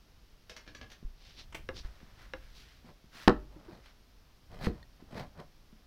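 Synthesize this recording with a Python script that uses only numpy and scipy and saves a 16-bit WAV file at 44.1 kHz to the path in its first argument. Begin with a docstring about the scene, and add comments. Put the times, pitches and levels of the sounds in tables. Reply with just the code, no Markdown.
"""A small room with a wooden desk. A hand carries a phone, sets it down with a knock and shifts it.
Plastic ticks and snaps nearby, a button clicks, a sleeve rustles and fingers bump the case,
all over a quiet hiss and the low rumble of the grip. Each knock rattles the phone's shell and
rings the desk top and its clutter. The phone scuffs along, catching on the grain of the wood,
and drops back with a dull thud."""
import sys
import numpy as np
from scipy import signal
from scipy.fft import rfft, irfft, next_fast_len
from scipy.io import wavfile

SR = 44100
rng = np.random.default_rng(int(sys.argv[2]) if len(sys.argv) > 2 else 0)


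def materialize(psi):
    """Save the field psi as 16-bit PCM at rate SR to the path in sys.argv[1].

    A 1-D psi becomes a single channel; in a 2-D psi each row is a channel.
    """
    bounded = np.clip(np.atleast_2d(psi).T, -1, 1)
    quanta = np.round(bounded * 32767).astype(np.int16)
    wavfile.write(sys.argv[1], SR, quanta)


N = 258681
TIME = np.arange(N) / SR
AGE = np.arange(SR // 2) / SR  # seconds since a hit

# The room's decay. Each row: frequency in Hz, t60 in seconds.
ROOM_DECAY = [(100, 0.43), (500, .28), (1500, .26), (5000, 0.19), (12000, .16)]

# Tone colours, drawn like EQ curves. Each row: frequency in Hz, level in dB.
HISS_EQ = [(30, 6), (120, 8), (250, 6.5), (500, 1.5), (1200, -1.5), (2000, -4), (5500, -4.5), (6500, -11.5),
           (7800, -18), (10000, -17.5), (13000, -14.5), (16000, -20)]
HAND_EQ = [(10, -6), (28, -2), (50, -4), (100, -14.5), (200, -23.5), (500, -56)]
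CLOTH_EQ = [(150, 9), (400, 5.5), (900, 0), (1600, 1), (2600, -4.5), (4300, -4.5), (5800, -6.5),
            (7000, -16), (9500, -20.5), (12500, -21.5), (16000, -28.5)]
FIZZ_EQ = [(1000, -30), (4000, -0.5), (6000, 0.5), (8000, -5.5), (12500, -3.5), (16000, -6)]  # the finest friction
TICK_EQ = [(200, -12), (600, -5.5), (1000, -6.5), (1700, -2), (2300, -2.5), (2800, -3), (4700, -3),
           (6300, -5.5), (7500, -18.5), (9500, -23.5), (12000, -21), (16000, -24)]
SNAP_EQ = [(200, -5), (600, -1.5), (1200, 1), (1700, -2), (2300, 1.5), (3100, 0), (3800, -16), (6000, -13),
           (8000, -18), (11000, -31), (16000, -43)]
SCRAPE_EQ = [(50, -4.5), (130, 9), (250, 1), (340, -4.5), (600, -1), (1200, -9.5), (2000, -16), (3000, -31),
             (4200, -24.5), (5500, -34), (7500, -45), (12500, -45), (16000, -51)]
CATCH_EQ = [(150, -6.5), (700, -3.5), (1500, 0), (2800, -7), (4500, -6.5), (7000, -20), (16000, -29.5)]  # a hard catch on the wood
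CLUTTER_EQ = [(120, -10), (330, 8.5), (600, -3), (1300, -1), (1900, -12.5), (2400, -27.5), (5000, -27.5),
              (7000, -38), (12500, -45), (16000, -47.5)]  # loose things on the desk
CONTACT_EQ = [(30, -21.5), (100, -7), (250, 1), (450, -6), (800, -5), (2000, -12), (5000, -17),
              (6500, -35.5), (9000, -38), (13000, -29.5), (16000, -29.5)]  # the phone meeting the desk

# Resonances of the struck parts. Each row: pitch in Hz, level in dB, t60 in seconds.
PLASTIC_MODES = [(603, -8, .08), (1210, -10, 0.046), (1686, 4, 0.036), (2113, -1, 0.047)]
BUTTON_MODES = [(384, -11, 0.081), (515, -2, 0.093), (804, -13, 0.032), (1120, -6, 0.024),
                (1400, -3, 0.024), (1666, 2, 0.026), (2100, -1.5, 0.025), (2770, -1, 0.016),
                (3860, -5.5, .012), (5500, -8.5, 0.01)]
DESK_MODES = [(47.2, -26, 0.93), (141, -14, 0.16), (202.4, -3, 0.12), (228.8, -5, .12), (279, -11, 0.097),
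              (312.2, -4.5, 0.16), (387.3, -5, 0.12), (471.5, 3, 0.085), (603, -28, 0.39),
              (671, -18, 0.069), (910, -21, 0.083), (1105, -7.5, .06), (1286, -14.5, 0.075)]
SHELL_MODES = [(1080, -10, .014), (1328, -2.5, 0.0093), (1890, -0.5, 0.012), (2680, -15.5, 0.01)]
PING_AT, PING = 4.8285, [(1860, -47.5, 0.038), (3600, -53, 0.025), (4260, -50, 0.029)]  # start in s, modes

# The hand shifts its grip. Each row: peak time in seconds, level in dB, length in seconds.
GRIP_SHIFTS = [(1.708, -49, 0.51), (2.351, -54.5, 0.92), (3.379, -57.5, .3), (4.637, -48, 0.27),
               (5.2, -57, 0.39)]
# Soft bumps: low thumps as the phone sways and settles, and higher pats of fingers on the case. Each row: start
# in seconds, level in dB, pitch in Hz, t60 in seconds.
THUMPS_AND_PATS = [(1.028, -38, 219, 0.025), (1.048, -29.5, 30.6, 0.21), (1.69, -40, 83, 0.11),
                   (1.849, -27, 39, 0.095), (2.03, -42.5, 215, 0.031), (2.346, -43, 47.7, 0.33),
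                   (2.845, -46, 249, 0.063), (3.042, -45, 209, 0.026), (3.152, -46, 220, 0.03),
                   (3.563, -45.5, 303, 0.077), (3.685, -42, 338, 0.07), (4.672, -21, 73.4, 0.043),
                   (5.025, -41.5, 258, .05), (5.129, -37.5, 246, 0.065), (5.7278, -45, 216, .06)]
# Sleeve and skin brush along. Each row: peak time in seconds, level in dB, length in seconds,
# centre in Hz, fizz trim in dB.
BRUSHES = [(1.277, -59.5, 0.18, 3580, -14), (1.396, -52, 0.069, 4060, -23), (1.78, -49.5, .063, 4300, -23),
           (1.857, -56.5, 0.047, 1580, -9), (1.971, -64.5, 0.4, 1440, -9), (2.221, -58.5, 0.13, 1720, -10),
           (2.44, -66, 0.26, 2400, -2), (2.586, -59, 0.11, 3860, -1.5), (2.67, -63.5, 0.25, 2740, -6),
           (3.159, -53.5, 0.069, 2200, -2.5), (3.215, -51.5, 0.091, 2200, -1),
           (3.869, -61.5, 0.088, 2490, -15)]
# Dry plastic ticks a little way off. 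Each row: start in seconds, level in dB, length in seconds,
# hardness as a cutoff in Hz, ring in dB.
PLASTIC_TICKS = [(0.4952, -40, 0.043, 12000, -28), (0.564, -42, 0.048, 14000, -21),
                 (.664, -50, 0.035, 4000, -19), (0.676, -43.5, 0.038, 4600, -23),
                 (0.7484, -39, 0.026, 8900, -17), (0.8123, -40, 0.027, 5100, -17),
                 (0.9, -50, 0.045, 12000, -25), (0.916, -46, 0.048, 14000, -29.5)]
# Sharp snaps of plastic. Each row: start in seconds, level in dB, length in seconds.
PLASTIC_SNAPS = [(1.5238, -41.5, 0.039), (1.5457, -28, 0.036)]
# A button pressed and let go. Each row: start in seconds, level in dB.
BUTTON_CLICKS = [(1.6892, -35), (2.3359, -35.5), (2.003, -58.5)]
# The phone slides. Each row: time of top speed in seconds, level in dB, length in seconds,
# grit at top speed in dB.
SLIDES = [(2.886, -55.5, 0.085, -8.5), (3.566, -59.5, 0.14, -20), (3.731, -53, 0.15, -12),
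          (4.54, -50.5, 0.058, -14), (4.654, -42, 0.097, -4), (4.768, -59, 0.18, -17),
          (5.012, -58.5, 0.036, -13.5), (5.196, -42.5, 0.12, -9.5), (5.401, -46, 0.059, -19)]
# The sliding phone catches hard on the grain. Each row: start in seconds, level in dB.
HARD_CATCHES = [(3.859, -48), (4.515, -54), (4.589, -52), (4.644, -34), (4.657, -37), (5.196, -38.5),
                (5.376, -56)]
# The phone hits the desk. Each row: start in seconds, level in dB, hardness as a cutoff in Hz,
# desk ring trim in dB, shell rattle trim in dB.
DESK_HITS = [(3.277, -8.5, 7500, 1.5, -35), (3.2805, -3.5, 8900, -9, -4.5), (3.2816, -5, 1510, -8, 5),
             (3.2955, -19.5, 7010, 6, -1), (4.6686, -33.5, 3000, -3, 17.5), (4.671, -15.5, 248, 2, -12),
             (4.699, -29, 295, 7, -8)]


def amp(db):
    """Decibels to gain."""
    return 10 ** (np.asarray(db) / 20)


def unit_rms(x):
    """Scales to rms 1."""
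    return x / np.sqrt(np.mean(x ** 2) + 1e-20)


def curve_at(points, hz):
    """Reads a curve on a log-frequency axis."""
    f, value = np.transpose(points)
    return np.interp(np.log(hz + 1), np.log(f + 1), value)


def add(mix, s, sound):
    """Mixes a sound in at s seconds."""
    part = mix[round(s * SR):][:len(sound)]
    part += sound[:len(part)]


def through(x, response):
    """Convolves and keeps the length."""
    return signal.fftconvolve(x, response)[:len(x)]


def cut(x, hz, kind="low", order=2):
    """Low-pass or high-pass; the softer a contact, the lower its low-pass."""
    return signal.sosfilt(signal.butter(order, hz, kind, fs=SR, output="sos"), x)


def impulse(eq, size=4096):
    """A minimum-phase click with this tone colour, of energy 1."""
    log_gain = np.log(amp(curve_at(eq, abs(np.fft.fftfreq(size, 1 / SR)))))
    spectrum = np.exp(np.conj(signal.hilbert(log_gain)))
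    pulse = np.fft.ifft(spectrum).real[:size // 2]
    return pulse / np.linalg.norm(pulse)


def noise(eq, grain_db=0):
    """Coloured noise of rms 1; grain_db makes it lumpy, as catching fibres do."""
    lumps = np.interp(TIME, np.linspace(0, N / SR, 3000), rng.standard_normal(3000))
    size = next_fast_len(N)
    bins = rfft(rng.standard_normal(N) * amp(grain_db * lumps), size)
    colour = amp(curve_at(eq, np.fft.rfftfreq(size, 1 / SR)))
    return unit_rms(irfft(bins * colour, size)[:N])


def ring(modes):
    """Dying sines of a struck object."""
    return sum(amp(db - 60 * AGE / t60) * np.sin(2 * np.pi * hz * AGE) for hz, db, t60 in modes)


def chatter(length, rise):
    """A burst of tiny contacts that swells and dies away, 60 dB in length seconds."""
    return rng.standard_normal(len(AGE)) * amp(-60 * AGE / length) * (1 - np.exp(-AGE / rise))


def stroke(t, length, rise_share=0.59, shape=2):
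    """Bell-shaped speed of one gesture: up to 1 at t = 0 and down again."""
    width = length * np.where(t < 0, rise_share, 1 - rise_share)
    return np.exp(-abs(t / width) ** shape)


def room(x, wet_db, delay, linger=0.82):
    """Adds dense reflections from desk clutter and walls, each band dying at its own speed."""
    taps = rng.choice([-1., 1.], len(AGE)) * (rng.random(len(AGE)) < .2) * (AGE > delay)
    hz, t, bands = signal.stft(taps, SR, nperseg=256)
    t60 = linger * curve_at(ROOM_DECAY, hz)[:, None]
    tail = signal.istft(bands * amp(-60 * t / t60), SR, nperseg=256)[1]
    return x + amp(wet_db) * through(x, tail / np.linalg.norm(tail))


def hiss():
    """A quiet, steady bed under everything."""
    return amp(-66.5) * noise(HISS_EQ)


def grip(rest_db=-60.5):
    """Low rumble of the holding hand, swelling as it shifts, with soft thumps and finger pats."""
    shift_power = sum((amp(db) * stroke(TIME - s, length)) ** 2 for s, db, length in GRIP_SHIFTS)
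    rumble = noise(HAND_EQ) * np.sqrt(amp(rest_db) ** 2 + shift_power)
    bumps = np.zeros(N)
    for s, db, hz, t60 in THUMPS_AND_PATS:
        add(bumps, s, ring([(hz, db, t60)]))
    return rumble + room(bumps, wet_db=-8.5, delay=0.0026)


def sleeve_rustles():
    """Fibres catch and slip: each brush swells and fades, its hiss gathered round its own pitch."""
    out, t = np.zeros(N), np.arange(-16384, 16384) / SR
    hz = np.fft.rfftfreq(len(t), 1 / SR)
    cloth, fine = amp(curve_at(CLOTH_EQ, hz)), amp(curve_at(FIZZ_EQ, hz))
    for s, db, length, centre_hz, fizz_db in BRUSHES:
        lumps = np.interp(t, t[::80], rng.standard_normal(len(t[::80])))
        rub = rfft(rng.standard_normal(len(t)) * amp(1.9 * lumps))
        octaves = 1.05 * 2000 / centre_hz  # faster, brighter brushes are narrower
        focus = amp(-11.5) + np.exp(-.5 * (np.log2((hz + 1) / centre_hz) / octaves) ** 2)
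        body = unit_rms(irfft(rub * focus * cloth))
        fizz = amp(fizz_db - 12) * unit_rms(irfft(rub * fine))
        add(out, s + t[0], amp(db) * stroke(t, length, rise_share=.44) * (body + fizz))
    return out


def ping():
    """A tiny hard part, touched once, rings."""
    out = np.zeros(N)
    add(out, PING_AT, amp(-3) * ring(PING))
    return out


def plastic_ticks():
    """Plastic parts catch and let go: a short chatter, a faint ring and a small thud."""
    out, colour, plastic = np.zeros(N), impulse(TICK_EQ), ring(PLASTIC_MODES)
    for s, db, length, hard_hz, ring_db in PLASTIC_TICKS:
        burst = through(chatter(length, rise=0.0016), colour)
        thud_db = 7.5 - 7 * np.log2(hard_hz / 8000)  # the softer a tick, the more it thuds
        thud = amp(thud_db) * cut(chatter(length=0.068, rise=0.00078), 310)
        ringing = amp(ring_db) * through(chatter(length=0.0078, rise=0.00071), plastic)
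        tick = amp(db) * cut(burst + thud + ringing, hard_hz)
        add(out, s, room(tick, wet_db=-1.5, delay=0.0065, linger=0.96))
    return out


def plastic_snaps():
    """A small catch and then a hard snap with a fine sizzle."""
    out, colour = np.zeros(N), impulse(SNAP_EQ)
    for s, db, length in PLASTIC_SNAPS:
        add(out, s, amp(db) * through(chatter(length, rise=0.0028), colour))
    s, db, _ = PLASTIC_SNAPS[-1]
    sizzle = through(chatter(length=0.17, rise=.002), impulse(FIZZ_EQ))
    add(out, s, amp(db - 28) * sizzle)
    return room(out, wet_db=-7.5, delay=.006, linger=0.9)


def button_clicks():
    """The button's spring flips, rings its hollow housing and thumps its base."""
    out = np.zeros(N)
    housing = ring(BUTTON_MODES[::2]) - ring(BUTTON_MODES[1::2])  # neighbouring modes swing opposite ways
    for s, db in BUTTON_CLICKS:
        rattle = through(chatter(length=0.1, rise=0.002), impulse(CLUTTER_EQ))
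        add(out, s, amp(db) * (housing + amp(-4.5) * cut(rattle, 1400)))
    return room(out, wet_db=-11, delay=0.0037, linger=0.67)


def phone_scuffs(light_catches_per_s=30):
    """The sliding phone rubs the desk; speed adds grit, and now and then it catches on the grain."""
    rub = noise(SCRAPE_EQ, grain_db=2.5)
    body = unit_rms(cut(rub, 2400, "low", order=3))
    grit = unit_rms(cut(rub, 2400, "high", order=3))
    body_gain, grit_gain = np.zeros(N), np.zeros(N)
    for s, db, length, grit_db in SLIDES:
        speed = stroke(TIME - s, length, rise_share=0.57, shape=1.85)
        body_gain += amp(db) * speed
        grit_gain += amp(db + grit_db) * speed ** 1.95
    snags = amp(-0.5) * body_gain * (rng.random(N) < light_catches_per_s / SR)
    for s, db in HARD_CATCHES:
        add(snags, s, amp([db]))
    bursts = through(snags, chatter(length=0.022, rise=0.00063))
    catches = through(bursts, impulse(CATCH_EQ))
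    return room(body_gain * body + grit_gain * grit + catches, wet_db=-12.5, delay=0.00626, linger=0.89)


def phone_knocks():
    """Each hit jolts the phone, rattles its shell and shakes the desk top with everything on it."""
    out, desk, shell = np.zeros(N), ring(DESK_MODES), ring(SHELL_MODES)
    clutter = impulse(CLUTTER_EQ)
    edge = amp(-12) * impulse(CATCH_EQ) + amp(-32) * impulse(FIZZ_EQ)
    punch = cut(impulse(CONTACT_EQ), 60, "high", order=1)  # the phone springs back
    for s, db, hard_hz, desk_db, shell_db in DESK_HITS:
        loose = amp(-10) * cut(through(chatter(length=0.098, rise=.002), clutter), 2200)
        crack = through(chatter(length=0.0092, rise=.0002), edge)
        hit = amp(desk_db) * (amp(-9.5) * desk + loose) + amp(shell_db - 11.5) * shell + crack
        add(hit, 0, amp(-0.8) * punch / punch.max())
        add(out, s, amp(db) * cut(hit, hard_hz))
    return room(out, wet_db=-17, delay=0.0026, linger=1.0)


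def scene():
    """The mono mix: a soft bed, small details and the phone up front."""
    bed = hiss() + grip() + sleeve_rustles()
    details = ping() + plastic_ticks() + plastic_snaps() + button_clicks()
    return (bed + details + phone_scuffs() + phone_knocks())[None]


def record(dry):
    """A steep high cut at 15.9 kHz."""
    high_cut = signal.firwin(511, 15900, window=("kaiser", 9), fs=SR)
    return signal.oaconvolve(dry, high_cut[None], "same")


dry = scene()
out = record(dry)
materialize(out)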